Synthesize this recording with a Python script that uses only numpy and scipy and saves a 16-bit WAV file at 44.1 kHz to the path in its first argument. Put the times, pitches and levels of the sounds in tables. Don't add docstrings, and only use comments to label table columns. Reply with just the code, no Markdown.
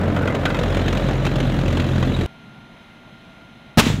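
import sys
import numpy as np
from scipy import signal
from scipy.fft import rfft, irfft
from scipy.io import wavfile
from scipy.ndimage import uniform_filter1d, map_coordinates

SR = 44100
rng = np.random.default_rng(int(sys.argv[2]) if len(sys.argv) > 2 else 0)


def master(y):
    cut = np.clip(np.atleast_2d(y).T, -1, 1)
    pcm = np.round(cut * 32767)
    wavfile.write(sys.argv[1], SR, pcm.astype(np.int16))


N = 176400
CUT_S, SHOT_S = 2.262, 3.774
HIT_ATTACK_S, HIT_HOLD_S, SNAP_DECAY_S, RING_DECAY_S = .0018, .002, .0075, .013


# time in seconds, firings per second.
FIRING_RATE = [(0, 45.3), (.7, 44.5), (1.6, 43.5), (2.25, 43.2)]
# time in seconds, levels of engine orders one, two and three in dB.
ORDER_LEVELS = [(0, -30, -24, -30), (.33, -39, -28, -28), (.55, -31, -34, -31), (.68, -25, -24, -32),
                (1, -26, -25, -29), (1.3, -27, -35, -23), (1.58, -27, -32, -24), (1.7, -26, -22, -22),
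                (1.82, -32, -27, -25), (2.02, -28, -26, -20), (2.24, -29, -25, -28)]
def engine():
    rate, = curves(FIRING_RATE)
    firings = np.cumsum(rate) / SR + .5
    note = sum(amp(db + .8 * wobble(14)) * np.sin(2 * np.pi * (order * firings + rng.random()))
               for order, db in enumerate(curves(ORDER_LEVELS), 1))
    return np.sqrt(2) * note + exhaust(firings, rate)


# time in seconds, then rumble, roar and rasp in dB before trim.
EXHAUST_FADERS = [(0, -25, -26, -43.5), (.35, -26, -26.5, -43.5), (.75, -26, -27.5, -36),
                  (1.1, -25, -28, -35.5), (1.2, -25, -29, -38.3), (1.85, -24, -31, -36.3),
                  (2.24, -24, -32, -37.8)]
# frequency in Hz, relative level in dB.
RUMBLE_COLOUR = [(25, -19), (55, -8), (140, 0), (300, -2), (420, -14), (1200, -42)]
ROAR_COLOUR = [(150, -30), (380, -6), (560, 0), (780, -9), (1050, -13), (1400, -12), (2200, -20),
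               (9000, -55)]
RASP_COLOUR = [(200, -15), (600, 0), (1750, 0), (2900, -1), (3900, -3), (4400, -11), (5100, -15),
               (7000, -14.5), (8300, -24), (15500, -32)]
def exhaust(firings, rate):
    attack_s, decay_s, scatter_db = .0015, .008, 1.7
    age = firings % 1 / rate
    size = amp(scatter_db * np.clip(rng.standard_normal(256), -2, 1))[firings.astype(int)]
    puff = size * (1 - np.exp(-age / attack_s)) * np.exp(-age / decay_s)
    puff /= np.sqrt(np.mean(puff ** 2))
    pulsed = lambda steady: np.sqrt((steady ** 2 + puff ** 2) / (steady ** 2 + 1))
    rumble_db, roar_db, rasp_db = curves(EXHAUST_FADERS)
    rumble = amp(rumble_db + 2.5) * pulsed(steady=1.5) * noise(RUMBLE_COLOUR)
    roar = amp(roar_db) * pulsed(steady=1.2) * noise(ROAR_COLOUR)
    rasp = amp(rasp_db + .2) * pulsed(steady=.9) * ragged(RASP_COLOUR)
    return rumble + roar + rasp


# start in seconds, level in dB.
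BARKS = [(.348, -26.5), (.588, -24.5), (.633, -26.5), (.745, -27), (.768, -26), (.880, -24.5), (.926, -26),
         (.971, -26.5), (1.250, -23.5), (1.356, -27), (1.401, -26), (1.679, -27), (1.725, -28),
         (1.770, -25), (2.209, -28)]
# frequency in Hz, relative level in dB.
THUD_COLOUR = [(100, -20), (250, -2), (550, 0), (1600, -38)]
def barks():
    bursts = sum(amp(db) * swell(s, HIT_ATTACK_S, HIT_HOLD_S, SNAP_DECAY_S) for s, db in BARKS)
    return bursts * (ragged(RASP_COLOUR) + amp(1) * noise(THUD_COLOUR))


# frequency in Hz, relative level in dB.
BOOM_COLOUR = [(30, -14), (90, -5), (210, 1), (350, -8), (1200, -17), (8000, -38)]
CRACK_COLOUR = [(200, -15), (950, 2), (2000, -3), (3300, 0), (4500, -8), (15000, -24)]
ROLL_COLOUR = [(25, -20), (70, 2), (170, 1), (280, -6), (450, -18), (3000, -50)]
SIZZLE_COLOUR = [(150, -10), (600, 1), (3800, 0), (4700, -8), (7300, -8), (8500, -17), (15500, -26)]
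def gun():
    push_s = .0012
    age = np.maximum(clock() - SHOT_S, 0) / push_s
    shock = amp(6) * (age > 0) * (1 - age) * np.exp(-age)
    boom = amp(2) * swell(SHOT_S, attack=.0003, hold=.018, decay=.006) * noise(BOOM_COLOUR)
    crack = amp(-6) * swell(SHOT_S, attack=.014, hold=.01, decay=.008) * noise(CRACK_COLOUR)
    roll = amp(-21) * swell(SHOT_S + .02, attack=.02, hold=.06, decay=.25) * noise(ROLL_COLOUR)
    sizzle = amp(-25) * swell(SHOT_S + .015, attack=.01, hold=.075, decay=.065) * noise(SIZZLE_COLOUR)
    return shock + boom + crack + roll + sizzle


# start in seconds, level in dB, pitch in Hz, puff in dB against the thump.
ECHOES = [(3.823, -12, 130, -17), (3.840, -13, 170, -19), (3.866, -7, 220, -17), (3.901, -12, 120, -5),
          (3.941, -10, 125, -23), (3.988, -16, 150, -24)]
def echoes():
    out, puff = np.zeros(N), noise(THUD_COLOUR)
    for s, db, hz, puff_db in ECHOES:
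        thump = -np.sin(2 * np.pi * hz * (clock() - s))
        out += amp(db) * swell(s, attack=.001, hold=.001, decay=.005) * (thump + amp(puff_db) * puff)
    return out


# start in seconds, ring level in dB, snap level in dB.
CLANKS = [(.162, -29, -28), (.274, -23, -28), (.453, -20, -19.5), (.501, -29, -29), (.544, -27, -27),
          (1.264, -29, -23), (1.798, -30, -25), (2.026, -28, -28)]
# pitch in Hz, relative level in dB.
LINK_MODES = [(970, -3), (1170, -2), (1450, 0), (2020, -2), (2540, -5), (3200, -7)]
def clanks():
    steel = sum(amp(db) * ring(hz) for hz, db in LINK_MODES)
    rings = sum(amp(db) * swell(s, HIT_ATTACK_S, HIT_HOLD_S, RING_DECAY_S) for s, db, _ in CLANKS)
    snaps = sum(amp(db) * swell(s, HIT_ATTACK_S, HIT_HOLD_S, SNAP_DECAY_S) for s, _, db in CLANKS)
    return rings * steel / steel.std() + snaps * (ragged(RASP_COLOUR) + amp(1) * noise(THUD_COLOUR))


# start in seconds, hold in seconds, level in dB, pitch in Hz.
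SQUEALS = [(.165, .07, -32, 1420), (.297, .015, -33, 2050), (.345, .04, -27, 490), (.460, .012, -23, 1470),
           (2.14, .01, -34, 3850)]
def squeals():
    return sum(amp(db) * swell(s, HIT_ATTACK_S, hold, RING_DECAY_S) * ring(hz)
               for s, hold, db, hz in SQUEALS)


def rattle(ticks_per_s=380, part_hz=(1750, 2850, 3700), spread=.22, decay_s=.005):
    t = np.arange(SR // 20) / SR
    when, part, detune, size = rng.random((int(ticks_per_s * CUT_S), 4)).T[:, :, None]
    hz = np.take(part_hz, (part * len(part_hz)).astype(int)) * (1 + spread * (detune - .5))
    tick_db = -7 - 3.2 * np.log(size + .03)
    ticks = amp(tick_db) * np.sin(2 * np.pi * hz * t) * np.exp(-t / decay_s)
    at = (when * CUT_S * SR).astype(int) + np.arange(len(t))
    rasp_db = curves(EXHAUST_FADERS)[2]
    return amp(rasp_db) * np.bincount(at.ravel(), ticks.ravel(), N)[:N]


# frequency in Hz, relative level in dB.
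HUM_COLOUR = [(25, -7), (88, -8), (115, 0), (235, -1), (470, -15), (680, -10), (1050, -14), (1500, -30)]
HISS_COLOUR = [(700, -25), (1420, 4), (1780, -3), (2200, 0), (3900, -3), (4800, -19), (5200, -13),
               (5600, -22), (6100, -14), (6600, -21), (8700, -28), (9400, -22), (15500, -34)]
# pitch in Hz, level in dB.
WHINES = [(226.1, -59), (662.1, -63.5), (1400, -55.5), (1836, -68), (1981, -68), (2083, -65), (2175, -67),
          (2460, -69), (2801, -70), (3122, -67), (4162, -72), (6148, -81)]
def far_tank():
    whine = sum(amp(db + 1.2 * wobble(8)) * np.sin(2 * np.pi * hz * clock() + .22 * wobble(12))
                for hz, db in WHINES)
    hum = amp(-47 + 1.1 * wobble(12)) * noise(HUM_COLOUR)
    hiss = amp(-53 + .4 * wobble(6)) * noise(HISS_COLOUR)
    return np.sqrt(2) * whine + hum + hiss


# frequency in Hz, relative level in dB.
FIZZ_COLOUR = [(3000, 0), (8500, -9), (15500, -14)]
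def grit(grains_per_s=900):
    grains = (rng.random(N) < grains_per_s / SR) * rng.standard_normal(N)
    return amp(-53 + 2 * wobble(90)) * coloured(grains, FIZZ_COLOUR)


def amp(db):
    return 10 ** (np.asarray(db) / 20)


def clock():
    return np.arange(N) / SR


def curves(rows):
    times, *columns = np.transpose(rows)
    return [np.interp(clock(), times, column) for column in columns]


def wobble(rate):
    return map_coordinates(rng.standard_normal(int(N * rate / SR) + 4), [clock() * rate])


def swell(start, attack, hold, decay):
    t = clock() - start
    return np.clip(t / attack, 0, 1) * np.exp(-np.maximum(t - attack - hold, 0) / decay)


def ring(hz, width_hz=200):
    phase = 2 * np.pi * hz * clock()
    return wobble(width_hz) * np.sin(phase) + wobble(width_hz) * np.cos(phase)


def coloured(source, colour):
    points_hz, db = np.transpose(colour)
    hz = np.fft.rfftfreq(N, 1 / SR)
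    gain = amp(np.interp(np.log(hz + 1), np.log(points_hz), db))
    gain *= (hz > 20) / np.maximum(hz / points_hz[-1], 1) ** 2
    shaped = irfft(rfft(source) * gain, N)
    return shaped / shaped.std()


def noise(colour):
    return coloured(rng.standard_normal(N), colour)


def ragged(colour, depth_db=2.5):
    spectra = signal.stft(rng.standard_normal(N), nperseg=512)[2]
    patches = uniform_filter1d(rng.standard_normal(spectra.shape), size=2, axis=0)
    patches = uniform_filter1d(patches, size=5, axis=1)
    spectra *= amp(depth_db * patches / patches.std())
    return coloured(signal.istft(spectra)[1][:N], colour)


def scene():
    track = engine() + barks() + clanks() + squeals() + rattle() + grit()
    field = far_tank() + gun() + echoes()
    return np.where(clock() < CUT_S, track, field)[None]


def record(dry):
    ceiling, top_hz = .46, 15900
    clipped = dry / (1 + np.abs(dry / ceiling) ** 10) ** (1 / 10)
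    fizz = amp(-32) * (np.abs(dry) > 2 * ceiling) * noise(FIZZ_COLOUR)
    hz = np.fft.rfftfreq(2 * N, 1 / SR)
    lowpass = np.clip((top_hz - hz) / 600 + .5, 0, 1) ** 2
    return irfft(rfft(clipped + fizz, 2 * N) * lowpass)[..., :N]


dry = scene()
out = record(dry)
master(out)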